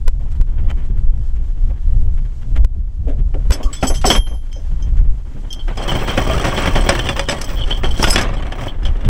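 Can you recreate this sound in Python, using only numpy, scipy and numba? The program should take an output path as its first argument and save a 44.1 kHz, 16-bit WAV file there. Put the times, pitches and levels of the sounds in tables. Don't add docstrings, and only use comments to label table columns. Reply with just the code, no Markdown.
import sys
import numpy as np
from scipy import signal
from scipy.fft import rfft, irfft
from scipy.io import wavfile
from scipy.ndimage import uniform_filter1d
from numba import njit

SR = 44100
rng = np.random.default_rng(int(sys.argv[2]) if len(sys.argv) > 2 else 0)


def output_pcm(signal):
    pcm = np.clip(np.atleast_2d(signal).T, -1, 1) * 32767
    wavfile.write(sys.argv[1], SR, np.round(pcm).astype(np.int16))


N = 400863
TIME = np.arange(N) / SR
SIZE = 2 ** 14
FREQ = np.arange(SIZE // 2 + 1) * SR / SIZE



def amp(db):
    return 10 ** (np.asarray(db) / 20)


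def unit(x):
    return x / np.sqrt(np.mean(x ** 2))


def curves(rows):
    s, *columns = np.transpose(rows)
    return [np.interp(TIME, s, c) for c in columns]


def walk(rate):
    points = rng.standard_normal(int(TIME[-1] * rate) + 2)
    return unit(np.interp(TIME * rate, np.arange(len(points)), points))


def strays(start_s, end_s, spread_db, count):
    return rng.uniform([start_s, -abs(spread_db)], [end_s, abs(spread_db)], (count, 2))


def contour(points):
    hz, db = np.transpose(points)
    return np.interp(np.log(FREQ + 1e-3), np.log(hz), db)


def colour(x, db):
    cepstrum = irfft(np.log(unit(amp(db))), SIZE)
    cepstrum[1:SIZE // 2] *= 2
    cepstrum[SIZE // 2 + 1:] = 0
    impulse = irfft(np.exp(rfft(cepstrum)), SIZE)
    return signal.oaconvolve(x, impulse)[:N]


def add(track, s, sound):
    start = int(np.clip(s * SR, 0, N - 1))
    track[start:start + len(sound)] += sound[:N - start]


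def fade(t, t60):
    return np.exp(-np.log(1000) * t / np.maximum(t60, 1e-3))


def contacts(rate, spread_db, t60):
    hit = rng.random(N) < rate / SR
    energy = np.zeros(N)
    energy[hit] = amp(spread_db * rng.standard_normal(N)[hit]) ** 2
    power = signal.lfilter([1], [1, -fade(1 / SR, t60) ** 2], energy) + 1e-9
    return np.sqrt(power / uniform_filter1d(power, SR // 10))


def blows(rows, rise_s, hold_s, thump_linger, scrape_linger, grain):
    t = np.arange(-SR // 20, SR // 3) / SR
    power = np.zeros((3, N))
    for s, force, hardness, t60 in rows:
        levels = (force, force - hardness, force + hardness)
        for track, db, linger in zip(power, levels, (1, thump_linger, scrape_linger)):
            rise = np.exp(np.minimum(t, 0) / rise_s)
            shape = rise * fade(np.maximum(t - hold_s, 0), t60 * linger)
            add(track, s + t[0], (amp(db) * shape) ** 2)
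    return np.sqrt(power) * grain * rng.standard_normal((3, N))


def steel(modes, edges_hz, levels_db, ring, detune, scatter_db):
    hz, db, t60 = np.transpose(modes)
    t = np.arange(min(int(t60.max() * SR), SR), dtype=np.float32) / SR
    chance = rng.standard_normal((3, len(hz)))
    group_db = np.array(levels_db)[np.searchsorted(edges_hz, hz)]
    size = amp(db + group_db + scatter_db * chance[0]) * np.sign(chance[1])
    damping = np.float32(np.log(1000) / (t60 * max(ring, .1)))
    turning = np.float32(2 * np.pi * hz * (1 + detune * chance[2]))
    return np.float32(size) @ (np.exp(-damping[:, None] * t) * np.sin(turning[:, None] * t))


# (f/Hz, full width at half the dB/Hz, level/dB above the rest at full share)
DECK = [(222, 22, 6), (280, 40, 4), (352, 25, 4), (392, 30, 5), (552, 45, 5.5), (655, 30, 3), (764, 25, 5),
        (933, 35, 3), (1135, 40, 4), (1420, 40, 4), (1624, 25, 3), (2225, 32, 6), (2760, 60, 4),
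        (3070, 90, 7), (3300, 150, 5), (5150, 250, 5), (5800, 200, 4), (7950, 400, 7)]


def deck_resonance(share=0.83):
    return share * sum(db / (1 + (2 * (FREQ - hz) / width) ** 2) for hz, width, db in DECK)


# (t/s, grinding level/dB, scraping level/dB)
RUN = [(5.68, -31, -73), (5.769, -38, -47), (5.881, -23, -36), (6.04, -23, -40), (6.3, -21.5, -36),
       (6.869, -23, -36), (7.45, -32, -43), (7.69, -32, -46), (7.929, -38.5, -45), (8.06, -24, -25.5),
       (8.22, -23.5, -63), (8.3, -29, -55), (8.54, -34.5, -57), (8.661, -25, -40), (8.78, -50, -82),
       (9.09, -36, -59)]
FULL_SCRAPE_DB = -38
# (f/Hz, level/dB per Hz)
GRIND_SPECTRUM = [(40, -2.5), (110, 14.5), (200, 1.5), (400, -0.5), (800, -1.5), (1400, -10.5),
                  (2200, -8.5), (3200, -22.5), (3900, -18), (7000, -51)]
# (f/Hz, level/dB per Hz)
SCRAPE_SPECTRUM = [(2000, -19), (3600, 5.5), (4800, 3.5), (5900, 6.5), (6550, -2.5), (7300, -1.5),
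                   (8300, -2), (10000, -6.5), (13000, -17), (16000, -32)]
# (f/Hz, level/dB, t60 as a share of the blow's own)
TAUT_LINK = [(1750, 1, 0.65), (2520, -10, 2), (2857, -1.5, 1.1), (3450, -4.5, 1.6), (5000, -8.5, 1.7),
             (5220, -12.5, 1.1), (6120, -9.5, 1.05), (7300, -10.5, 0.65), (8260, -8.5, 0.58),
             (9100, -31, 0.46), (10660, -26, .6)]


def running_chain(deck, grind_db=1.0, scrape_db=-1.0, grit_db=-15, surge_db=1.6, grit_t60=.03):
    grind, scrape = curves(RUN)
    running = np.clip((TIME - RUN[0][0]) / 0.0089, 0, 1)
    impacts = contacts(rate=420, spread_db=4.4, t60=.042) * rng.standard_normal(N) * running
    impacts = impacts * unit(amp(surge_db * walk(45)))
    out = colour(impacts * amp(grind + grind_db), contour(GRIND_SPECTRUM) + deck)
    out += colour(impacts * amp(scrape + scrape_db), contour(SCRAPE_SPECTRUM) + deck)
    grit = [(hz, db, share * grit_t60) for hz, db, share in TAUT_LINK[:7]]
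    for s, off in strays(RUN[1][0], CLINKS[-1][0], spread_db=6, count=150):
        db = grind[int(s * SR)] + grit_db + off
        add(out, s, amp(db) * steel(grit, [4000], (0, -3), ring=1, detune=.09, scatter_db=4))
    return out


# (f/Hz, level/dB, t60/s)
ROLLER = [(566.2, 2, 0.097), (763, -10, 0.17), (970, -6, 0.049), (1147, 0, 0.089), (1390, 0, 0.032),
          (1697, -8, 0.15), (2300, -6.5, 0.025), (2740, -3.5, 0.045)]


def roller_clacks(clack_db=-7.0, uneven_db=1.5):
    grind = curves(RUN)[0]
    out = np.zeros(N)
    for s in rng.uniform(RUN[0][0], TIME[-1], size=200):
        db = grind[int(s * SR)] + clack_db + uneven_db * rng.standard_normal()
        add(out, s, steel(ROLLER, [], [db], ring=1, detune=.07, scatter_db=4))
    return out


# (f/Hz, level/dB, t60/s)
TUMBLING_LINK = [(3050, -1, .075), (3230, 3.5, 0.051), (4310, -4, 0.12), (5350, -11, 0.065),
                 (5900, -10, 0.057), (7950, -2, 0.066)]


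def tumbling_links(link_db=-44.5, follow=1.0, uneven_db=5.0, count=260):
    scrape = curves(RUN)[1]
    out = np.zeros(N)
    for s, off in strays(RUN[1][0], TIME[-1], spread_db=uneven_db, count=count):
        db = link_db + off + follow * (scrape[int(s * SR)] - FULL_SCRAPE_DB)
        add(out, s, amp(db) * steel(TUMBLING_LINK, [], [0], ring=1, detune=.024, scatter_db=4.5))
    return out


def link_chatter(chatter_db=-39, follow=0.96, link_hz=3190, width_hz=220):
    db = chatter_db + follow * (curves(RUN)[1] - FULL_SCRAPE_DB)
    flutter = contacts(rate=55, spread_db=3.5, t60=.1) * (TIME > RUN[0][0])
    drive = flutter * amp(db) * rng.standard_normal(N)
    return colour(drive, -30 * np.log10(1 + ((FREQ - link_hz) / width_hz) ** 2))


# (t/s, level/dB)
WHISTLE = [(5.74, -76), (5.9, -47), (6.5, -50), (6.95, -48), (7.08, -57), (7.16, -47), (7.25, -65),
           (7.35, -62), (7.56, -45), (7.66, -79), (7.79, -52), (7.86, -70), (7.95, -50), (8.14, -54),
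           (8.26, -80), (8.47, -79), (8.53, -65), (8.67, -55), (8.75, -84)]


def whistle(whistle_db=0, whistle_hz=15030, width_hz=130, upper_hz=15650, upper_db=-9,
            rasp_db=-27, rasp_width_hz=2200):
    jolts = contacts(rate=150, spread_db=4, t60=.08)
    level = amp(curves(WHISTLE)[0] + whistle_db)
    drive = rng.standard_normal(N) * jolts * level * (TIME > RUN[0][0])
    peaks = [(whistle_hz, width_hz, 0), (upper_hz, width_hz, upper_db), (whistle_hz, rasp_width_hz, rasp_db)]
    response = sum(amp(db) / (1 + ((FREQ - hz) / width) ** 2) for hz, width, db in peaks)
    return colour(drive, 20 * np.log10(response))


# (t/s, force level/dB, hardness/dB, t60/s of the clack)
KNOCKS = [(3.342, -33, -8, 0.05), (3.518, -17.5, -0.5, 0.15), (3.6, -40.5, -15.5, 0.18),
          (3.728, -35, 11, 0.25), (3.827, -19, -6, 0.18), (3.9, -30.5, -12, 0.12), (3.942, -35, 13.5, 0.2),
          (4.014, -39, 16, 0.15), (4.042, -17.5, -6.5, 0.16), (4.063, -22, 15.5, 0.23),
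          (4.103, -8, -4, 0.11), (4.114, -9.5, -0.5, 0.1), (4.151, -11.5, 0.5, 0.11),
          (4.268, -40, -1, 0.17), (5.68, -29.5, -3, 0.083), (5.774, -28.5, -7, 0.38),
          (6.075, -21, 0.5, 0.36), (6.175, -16, -2.5, 0.14), (6.442, -17.5, -0.5, 0.32),
          (6.574, -19, 0.5, 0.52), (6.657, -22, -3, 0.1), (6.674, -12, -1.5, 0.068),
          (6.755, -16.5, -2.5, 0.18), (6.865, -24.5, -5.5, 0.16), (6.89, -9, 0.5, 0.17),
          (7.309, -19.5, 6, 0.15), (7.325, -22, -6, 0.093), (7.414, -26.5, 12, 0.087),
          (7.707, -24.5, -3.5, 0.096), (7.834, -21.5, -4.5, 0.22), (7.995, -23, -5, 0.096),
          (8.026, -17.5, -1, 0.05), (8.041, -17, 1, 0.075), (8.071, -18, -1.5, 0.12), (8.128, -22, 7, 0.2),
          (8.158, -12.5, 7, 0.054), (8.179, -11, 3.5, 0.13), (8.212, -20, 1, 0.16), (8.524, -30, -5, 0.066),
          (8.853, -29, -0.5, 0.2)]
# (f/Hz, level/dB per Hz)
THUMP_SPECTRUM = [(50, 5), (110, 3.5), (250, 0.5), (750, -2), (1100, -8.5), (1800, -41), (4000, -58.5)]
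# (f/Hz, level/dB per Hz)
CLACK_SPECTRUM = [(400, -17), (800, -6), (1150, 5), (2000, 5), (3200, -1.5), (3900, -10.5), (7000, -42)]


def knocks(deck, clack_db=-3, thump_db=-1, scrape_db=-13, crack_knock_db=-0.5, crack_hard_db=1,
           light_start_s=5.88, light_end_s=8.2, light_db=-32, light_follow=0.44, light_hard_db=1, light_t60=0.13):
    grain = contacts(rate=1100, spread_db=0.0, t60=0.047)
    grind = curves(RUN)[0]
    snaps = [(s, db - bright + crack_knock_db, crack_hard_db, t60) for s, db, bright, t60 in CRACKS]
    light = []
    for s, off in strays(light_start_s, light_end_s, spread_db=3, count=24):
        force = light_db + off + light_follow * (grind[int(s * SR)] - grind.mean())
        light.append((s, force, light_hard_db, light_t60))
    clack, thump, scrape = blows(KNOCKS + snaps + light, rise_s=0.00084, hold_s=0.0011,
                                 thump_linger=1.31, scrape_linger=0.94, grain=grain)
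    return (amp(clack_db) * colour(clack, contour(CLACK_SPECTRUM) + deck)
            + amp(thump_db) * colour(thump, contour(THUMP_SPECTRUM) + deck)
            + amp(scrape_db) * colour(scrape, contour(SCRAPE_SPECTRUM) + deck))


def deck_booms(boom_db=-18, count=10):
    panels = [(hz, db - DECK[0][2], np.log(1000) / (np.pi * width)) for hz, width, db in DECK[:count]]
    out = np.zeros(N)
    for s, force, hardness, _ in KNOCKS:
        add(out, s, steel(panels, [], [force - hardness + boom_db], ring=1.6, detune=.03, scatter_db=3))
    return out


# (t/s, f/Hz at the start, level/dB, t60/s, share by which the note sinks as the load eases)
THUDS = [(3.831, 274.4, -13, 0.18, .08), (3.828, 1470, -16.5, 0.09, 0.25), (3.902, 760, -29, 0.19, 0.22),
         (4.043, 861, -7.5, 0.12, 0.57), (4.072, 441, -11, .17, 0.37), (4.104, 1043, -8, 0.1, 0.17),
         (3.645, 280, -31, 0.21, 0), (4.112, 280, -15, .13, .1), (4.157, 218, -17, .12, 0.12),
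         (6.893, 569, -8, 0.14, 0.048), (6.993, 550, -26, 0.13, 0.15), (7.089, 572, -16.5, 0.13, 0.038),
         (7.194, 565, -18, 0.18, 0.038), (7.297, 585, -18, 0.21, 0.023), (8.027, 900, -6.5, 0.037, 0.085),
         (8.042, 1485, -11, 0.11, 0.087), (8.129, 1400, -16, 0.065, 0), (8.181, 1792, -17, 0.16, 0.098)]


def thuds(thud_db=0, build_s=0.0018, ease_s=0.0295, upper_ratio=1.37, upper_db=-9):
    t = np.arange(SR // 3) / SR
    out = np.zeros(N)
    for s, hz, db, t60, sink in THUDS:
        pitch = hz * (1 - sink * (1 - np.exp(-t / ease_s)))
        phase = 2 * np.pi * np.cumsum(pitch) / SR
        notes = np.sin(phase) + amp(upper_db) * np.sin(upper_ratio * rng.uniform(.93, 1.5) * phase)
        add(out, s, amp(db + thud_db) * (1 - np.exp(-t / build_s)) * fade(t, t60) * notes)
    return out


# (t/s, level/dB, brightness/dB, t60/s)
CRACKS = [(3.52, -30, 12, 0.064), (3.629, -45, -4, 0.078), (3.83, -33, 9, 0.047), (4.015, -39, 5, 0.04),
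          (4.529, -46, 11, .025), (5.774, -33.5, 6, .05), (5.88, -33, -7, 0.044), (5.921, -30.5, 0, 0.098),
          (6.177, -26, -6, 0.051), (6.298, -29, 0, 0.05), (6.381, -33.5, -12.5, 0.063),
          (6.413, -30, 4, 0.045), (6.443, -39, 3, .05), (6.658, -25, -9, 0.046), (6.752, -35, -4, 0.043),
          (6.892, -8.5, 4.5, 0.041), (6.952, -26.5, -11, 0.036), (6.992, -20.5, -2.5, 0.039),
          (7.068, -28.5, -6.5, 0.058), (7.089, -17, -3.5, 0.055), (7.165, -30, -5, 0.09),
          (7.194, -16, 0, 0.046), (7.287, -18, -1, 0.066), (7.296, -17, 5, .045), (7.491, -33, 1, 0.086),
          (8.028, -19, 2, 0.036), (8.041, -15, -8, 0.044), (8.072, -30, -8, .04), (8.106, -21.5, 10, 0.04),
          (8.16, -12, -5.5, 0.049), (8.181, -24, -7, 0.046), (8.213, -27, 9, 0.032), (8.289, -44, 7, 0.026),
          (8.316, -54, -2, 0.037), (8.339, -38, 1, 0.091), (8.424, -42, -10.5, 0.036),
          (8.467, -41, -10, 0.032), (8.522, -35.5, -9.5, 0.054), (8.585, -49, 3, .04),
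          (8.637, -35, -5, 0.035), (8.832, -41.5, -2, 0.077), (8.852, -32, 0, 0.034),
          (8.968, -46, -7, 0.039), (9.008, -46, -9, 0.083), (9.048, -36, -7, 0.038),
          (9.061, -40, -2, 0.027)]


def cracks(ring_db=0, tick_db=1, tick_t60=0.0062):
    t = np.arange(SR // 20) / SR
    rings, ticks = np.zeros((2, N))
    for s, db, bright, t60 in CRACKS:
        modes = [(hz, level, share * t60) for hz, level, share in TAUT_LINK]
        ring = steel(modes, [4000], (-bright / 2, bright), ring=1, detune=.03, scatter_db=2.5)
        add(rings, s, amp(db + ring_db) * ring)
        add(ticks, s, amp(db + bright + tick_db) * fade(t, tick_t60) * rng.standard_normal(len(t)))
    tick = contour([(800, -5), (2500, 9), (6000, -5.0), (8500, -10.0), (12000, -19.5), (16000, -25)])
    return rings + colour(ticks, tick)


# (f/Hz, level/dB, t60/s before each clink's own share)
LINK = [(3100, 4.5, 0.094), (3287, 3, 0.061), (4380, 1.5, 0.059), (4720, -6, 0.067), (5170, -2, 0.093),
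        (5470, -2, 0.068), (6160, -2.5, 0.084), (6900, -20, 0.029), (7000, -13, 0.1), (7860, -1.5, 0.094),
        (8400, -11.5, 0.11), (10140, -14.5, 0.11), (10860, -8, 0.089), (12040, -8.5, 0.068),
        (14100, -24, .07), (16000, -20, 0.0596)]


def link_clatter(levels_db, ring, jostle_db, stagger_s=0.0045, count=6):
    out = np.zeros(SR)
    for k in range(count):
        link = steel(LINK, [3700, 4700, 7000, 9000], levels_db, ring, detune=.005 + .0045 * k, scatter_db=3.5)
        link = link * (1 - np.exp(-np.arange(len(link)) / (.0015 * SR)))
        start = int(k * stagger_s * SR * rng.uniform(0.65, 1.6))
        out[start:start + len(link)] += amp(k * min(jostle_db, 0)) * link[:SR - start]
    return out


# (t/s, level/dB, brightness/dB, ring time as a share of the modes' own,
# accent near 8 kHz/dB, level step to each jostled neighbour/dB, where a rise counts as 0)
CLINKS = [(3.52, -16.5, 11, 0.73, 2.5, -1.5), (3.629, -30, 5.5, 0.99, -6, -2.5),
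          (3.729, -30, 3.5, 1.1, 15.5, -2.5), (3.811, -31.5, 3.5, 1, 1, 0), (3.831, -25, 8, 1.04, 0, -2),
          (3.869, -20, 8, 0.95, 6, -1), (3.947, -26.5, 7, 0.66, 2.5, -1.5),
          (4.053, -20.5, 12.5, 0.83, 0, -2), (4.062, -14.5, 7.5, 0.71, 5, -3), (4.075, -19, 9, .7, -9, -1),
          (4.101, -4.5, 2, 1.1, 3, -1), (4.158, -24, 11, 0.52, -2, -1.5), (5.528, -10.5, 3.5, 0.16, -2, -4),
          (7.298, -29, 5.5, 0.56, 9, -1), (7.414, -22.5, 14.5, 0.25, -8, -7),
          (7.442, -22.5, 11, 0.4, 1, -11), (7.571, -35, -11.5, 0.67, 3, -1),
          (7.609, -27.5, -10.5, 0.41, 0, 0), (7.708, -25, -11, 0.45, 0, 0),
          (7.745, -36.5, -11, 0.61, 2, -0.5), (7.843, -20, -4, 0.61, 0, -2.5),
          (7.908, -20.5, -2, 0.36, 4, -3.5), (8.026, -16, 16, 0.49, -9, -3), (8.073, -30, 12, 1, -2, 1.5),
          (8.099, -22.5, 19, 0.55, 1, 0), (8.211, -24, 15.5, 0.25, -2, -1.5), (8.367, -30, -4, 0.39, 6, -2),
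          (8.426, -37, -10, 0.35, 0, -6), (8.68, -24.5, -9, 0.33, -2, -3), (8.852, -23, -5, 0.4, -8, -2.5)]
# (t/s, level/dB)
CHINKS = [(5.592, -37.5), (5.721, -48.5), (5.778, -36), (5.818, -35.5), (5.883, -23.5), (5.949, -31),
          (6.092, -27), (6.135, -40), (6.222, -39), (6.308, -28), (6.39, -38), (6.563, -25.5), (6.635, -30),
          (6.76, -27), (6.995, -27.5), (7.045, -34), (7.12, -35), (7.209, -36), (8.52, -41), (9.05, -43)]


def clinks(low_db=-6, second_db=-14, middle_db=-13, top_db=-15,
           chink_bright_db=-6.5, chink_ring=0.82, chink_jostle_db=-2.2):
    chinks = [(s, db, chink_bright_db, chink_ring, 0, chink_jostle_db) for s, db in CHINKS]
    out = np.zeros(N)
    for s, db, bright, ring, accent, jostle in CLINKS + chinks:
        levels = (low_db - bright, second_db - bright / 3, middle_db + bright,
                  top_db + bright + accent, top_db + bright)
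        add(out, s, amp(db) * link_clatter(levels, ring, jostle))
    return out


# (t/s, f/Hz, level/dB, t60/s)
FREE_RINGS = [(.7, 3070, -27, 0.052), (.7, 2390, -39, .06), (3.52, 3391, -19, 0.097),
              (3.52, 1940, -36, .07), (3.524, 4600, -23, .07), (3.522, 4050, -28, .08),
              (3.63, 6940, -36, .12), (3.73, 2180, -38, 0.15), (3.765, 3420, -32.5, 0.21),
              (3.942, 2800, -33, 0.086), (4.016, 2830, -36, .07), (4.064, 7930, -10, .06),
              (4.073, 5200, -13, .08), (4.102, 3335, -3.5, 0.12), (4.102, 3170, -4, 0.1),
              (4.267, 4129, -44, 0.069), (7.416, 5240, -28, 0.057), (8.03, 5050, -19, .12),
              (8.074, 5100, -23, 0.16), (8.127, 5150, -14, 0.074), (8.105, 5100, -0.5, 0.057),
              (8.104, 8000, -0.5, 0.028), (8.106, 10900, -13, 0.11), (8.138, 5480, -11, .05),
              (8.039, 6050, -23, .05)]


def free_rings(ring_db=0, build_s=0.0032):
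    t = np.arange(SR // 3) / SR
    build = 1 - np.exp(-t / build_s)
    out = np.zeros(N)
    for s, hz, db, t60 in FREE_RINGS:
        add(out, s, amp(db + ring_db) * build * fade(t, t60) * np.sin(2 * np.pi * hz * t))
    return out


# (t/s, level/dB near 3.2 kHz, level/dB near 5.2 kHz, level/dB near 6.1 kHz,
# level/dB above 7 kHz, ring time as a share of the modes' own, f/Hz the chain's pull adds to the lowest note)
HOOK_HITS = [(3.746, -52, -37, -43, -58, 1, 2), (3.877, -43, -42, -26, -31.5, 0.69, 3),
             (3.967, -31, -48, -29, -59, 0.4, 16), (4.103, -18, -19, -13.5, -23, 0.64, 58),
             (4.159, -13, -42, -23, -27, 0.53, 53.5), (4.277, -39.5, -52, -46, -62, 0.98, 4),
             (4.34, -49, -52, -70, -52, 0.65, -7), (4.516, -41.5, -47, -69, -66, 0.64, 3.5),
             (4.53, -42, -43, -43, -65, 0.64, 2.5), (4.557, -46, -40.5, -52, -72, 0.6, -2),
             (4.823, -39.5, -37, -37, -70, 0.26, -1), (5.504, -29.5, -35, -39, -55, 0.7, 38)]
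# (f/Hz, level/dB, t60/s before each hit's own share)
HOOK = [(3155, 0, .5), (3182, -12, .5), (3225, -14, .35), (5168, -3, .3), (5453, -13, .45), (6083, -1, .36),
        (6116, -8, .3), (6636, -10, .3), (7450, -14, .25), (8000, -4, .15), (10460, -11, .45),
        (11160, -1, .6), (11187, -9, .5), (12145, -6, .15)]


def hook(hook_db=0, slacken_s=0.086, build_s=.002):
    hz, db, t60 = np.transpose(HOOK)
    t = np.arange(SR * 2 // 3) / SR
    group = np.searchsorted([4000, 5800, 7000], hz)
    build = 1 - np.exp(-t / build_s)
    out = np.zeros(N)
    for s, *levels, ring, sharp_hz in HOOK_HITS:
        cycles = np.outer(hz, t)
        cycles[0] += np.cumsum(sharp_hz * np.exp(-(t / slacken_s) ** 4)) / SR
        size = amp(hook_db + db + np.array(levels)[group] + rng.standard_normal(len(hz)))
        notes = fade(t, t60[:, None] * ring) * np.sin(2 * np.pi * cycles)
        add(out, s, build * (size @ notes))
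    return out


# (t/s, force level/dB, hardness/dB, t60/s of the rub)
SCUFFS = [(.206, -54.5, -12, .03), (.257, -56, -15, .025), (.318, -53.5, 14, .025), (.356, -54, 10, .03),
          (.585, -46, -3, 0.13), (.85, -49.5, 5, 0.062), (.699, -31.5, -1.5, 0.038), (.776, -45.5, -2, 0.3),
          (1.36, -49, 6, .08), (1.7, -48.5, -12, 0.045), (2.178, -48.5, -1, 0.05), (2.564, -32.5, -2, 0.04),
          (3.082, -42.5, 1, 0.19), (3.187, -47.5, -3, 0.11), (4.315, -49.5, -16.5, 0.064),
          (4.973, -43, 3, 0.16)]
# (f/Hz, level/dB per Hz)
HISS_SPECTRUM = [(1000, -4), (3500, -3), (5000, -4.5), (6500, -4), (8000, -5.5), (9500, -13),
                 (12000, -16.5), (16000, -23)]


def scuffs(deck, rub_db=-3, thud_db=-1, hiss_db=-13, light_db=-54, light_hard_db=2, light_t60=0.089):
    grain = contacts(rate=1100, spread_db=4.0, t60=0.024)
    stray_brushes = strays(0, RUN[0][0], spread_db=9.0, count=14)
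    light = [(s, light_db + off, light_hard_db, light_t60) for s, off in stray_brushes]
    rub, thud, hiss = blows(SCUFFS + light, rise_s=0.0063, hold_s=0.013,
                            thump_linger=2.3, scrape_linger=0.8, grain=grain)
    return (amp(rub_db) * colour(rub, contour(CLACK_SPECTRUM) + deck / 2)
            + amp(thud_db) * colour(thud, contour(THUMP_SPECTRUM) + deck)
            + amp(hiss_db) * colour(hiss, contour(HISS_SPECTRUM)))


# (t/s, level/dB, t60/s)
SLAPS = [(2.564, -43, 0.43), (3.071, -23.5, 0.23), (3.098, -34, 0.13), (3.348, -24.5, 0.13),
         (3.525, -30.5, 0.55), (3.635, -43, 0.12), (3.83, -25.5, 0.12), (4.56, -36, 0.18)]
# (f/Hz, half width where it is 12 dB down/Hz, level/dB)
PANEL = [(278, 37, 6.5), (422, 64, -2), (566, 120, 1), (714, 130, -9.5)]


def slaps():
    t = np.arange(SR // 3) / SR
    push = np.zeros(N)
    for s, db, t60 in SLAPS:
        add(push, s, amp(db) * fade(t, t60))
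    response = sum(amp(db) / (1 + ((FREQ - hz) / width) ** 2) ** 2 for hz, width, db in PANEL)
    return colour(push * rng.standard_normal(N), 20 * np.log10(response))


# (t/s of the peak, level/dB)
STEPS = [(.64, -29), (.77, -30), (.908, -26), (2.77, -31.5), (3.05, -30), (3.193, -26), (4.72, -30.5),
         (5.0, -36), (5.36, -25.5), (5.931, -15.5), (8.312, -22.5), (9.059, -14.5)]


def steps(step_db=0, swell_s=0.018):
    t = np.arange(SR // 4) / SR
    push = np.zeros(N)
    for s, db in STEPS:
        add(push, s - swell_s, amp(db + step_db) * t / swell_s * np.exp(1 - t / swell_s))
    thud = contour([(60, 2.0), (120, 9.5), (190, 3.5), (280, -8.5), (450, -14.0), (1200, -63.5)])
    return colour(push * rng.standard_normal(N), thud)


# (t/s of the middle, time from there to half amplitude/s, f/Hz, level/dB)
CREAK = (3.675, .028, 1150, -39)


def creak(width_hz=70):
    s, half_s, hz, db = CREAK
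    drag = amp(db) / (1 + ((TIME - s) / half_s) ** 4)
    return colour(drag * rng.standard_normal(N), -20 * np.log10(1 + ((FREQ - hz) / width_hz) ** 2))


# (t/s, rumble level/dB)
WIND = [(0, -14), (1.1, -12), (1.24, -19.5), (1.4, -11), (2.05, -12), (2.45, -18), (2.6, -9.5),
        (2.93, -25.5), (3.03, -13), (3.7, -15.5), (3.81, -24.5), (3.9, -15.5), (4.6, -21), (4.72, -10.5),
        (5.05, -15), (5.3, -18), (5.9, -16.5), (6.85, -16), (7.1, -23), (7.8, -18), (8.1, -14),
        (8.7, -21.5), (9.09, -9.5)]
# (t/s, pressure level/dB, time from the middle to each pressure peak/s,
# level/dB of the recorder's gain-step clicks, share of the clicks that differs between the channels)
BUFFETS = [(0.081, 3, 0.0079, -8, 0.85), (0.414, 6.5, 0.006, -16, 0.81), (1.094, 1.5, 0.0087, -66, 0),
           (2.648, 9.5, 0.0048, -8, 0.92), (3.509, 5.5, 0.004, 0, 0), (3.662, -3, 0.0064, -53, 0),
           (3.913, -6.5, 0.0057, -60, 0), (4.194, 4, 0.0048, -60, 0), (4.997, -1, 0.0056, -66, 0),
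           (5.09, -1, 0.0088, -71, 0)]
# (f/Hz, level/dB per Hz)
RUMBLE_SPECTRUM = [(3, -8.5), (10, -7), (20, -4), (32, -0.5), (45, -11), (60, -9.5), (80, -20), (110, -23),
                   (150, -32), (215, -40.5), (330, -51.5), (700, -60.5), (2000, -100)]


def wind(rumble_db=0, gust_db=3, gusts_per_s=9, click_trim_db=9.5, click_gap_s=0.00203, flank_db=-5):
    eddies = colour(rng.standard_normal(N), contour(RUMBLE_SPECTRUM))
    eddies /= np.sqrt(uniform_filter1d(uniform_filter1d(eddies ** 2, SR // 12), SR // 25))
    out = eddies * amp(curves(WIND)[0] + rumble_db + gust_db * walk(gusts_per_s))
    clicks = np.zeros((2, N))
    for s, push_db, half_s, click_db, apart in BUFFETS:
        near = np.abs(TIME - s) < half_s * 2 * np.pi
        u = (TIME[near] - s) / half_s
        bell = np.exp(-u ** 2 / 2)
        shove = amp(push_db) * u * bell * np.exp(.5)
        out[near] = out[near] * (1 - bell) - shove
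        for step in (-1, 0, 1):
            click_s = s + step * click_gap_s
            level_db = click_db + click_trim_db + flank_db * abs(step)
            size = amp(level_db + 2 * rng.standard_normal())
            lean = apart * rng.choice([-1, 1])
            add(clicks[0], click_s, [size * (1 + lean)])
            add(clicks[1], click_s, [size * (1 - lean)])
    click = contour([(60, -16), (400, -2.0), (1000, -6), (3000, -15.5), (8000, -23.0), (16000, -30.0)])
    return out + np.array([colour(channel, click) for channel in clicks])


# (t/s, wash level/dB, hiss level/dB)
SEA = [(.14, -56, -62.5), (.31, -49, -61), (.6, -46.5, -63), (1.1, -51.5, -63), (1.7, -50.5, -61.5),
       (2.6, -53.5, -62), (2.83, -57.5, -68.5), (3.25, -58, -62.5), (3.42, -46, -61), (3.57, -41.5, -54),
       (4.36, -56.5, -60.5), (4.76, -46.5, -58), (5.15, -51.5, -62.5), (5.46, -44.5, -56.5),
       (8.8, -40, -62.5)]
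# (f/Hz, level/dB per Hz)
WASH_SPECTRUM = [(100, -5.5), (250, 8.5), (550, -3), (800, -3), (1100, -7), (2000, -13), (2700, -18),
                 (3200, -13.5), (4000, -33.5), (8000, -46.5)]


def sea(wash_db=1.5, hiss_db=1):
    wash, hiss = curves(SEA)
    patter = contacts(rate=390, spread_db=6.0, t60=0.11) * rng.standard_normal(N)
    air = rng.standard_normal(N) * amp(hiss + hiss_db + 1.6 * walk(22))
    return colour(patter * amp(wash + wash_db), contour(WASH_SPECTRUM)) + colour(air, contour(HISS_SPECTRUM))


def scene():
    deck = deck_resonance()
    chain = running_chain(deck) + roller_clacks() + tumbling_links() + link_chatter() + whistle()
    chain += knocks(deck) + deck_booms() + thuds() + cracks() + clinks() + free_rings() + hook()
    handling = scuffs(deck) + slaps() + steps() + creak()
    lean_db = np.array([[.22], [-.22]])
    return chain + handling + wind() * amp(lean_db) + sea()


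@njit
def follower(x, attack, release):
    out, e = np.empty(len(x)), 0.
    for i in range(len(x)):
        e += (abs(x[i]) - e) * (attack if abs(x[i]) > e else release)
        out[i] = e
    return out


def record(dry, ceiling=0.79, attack_s=0.00026, release_s=0.081, top_hz=15850):
    loudness = follower(dry.mean(axis=0), min(1 / (attack_s * SR), 1.), 1 / (release_s * SR))
    limited = np.clip(dry * ceiling / np.maximum(loudness, ceiling), -1, 1)
    top_cut = signal.ellip(10, .2, 80, top_hz, fs=SR, output="sos")
    return signal.sosfilt(top_cut, limited)


dry = scene()
out = record(dry)
output_pcm(out)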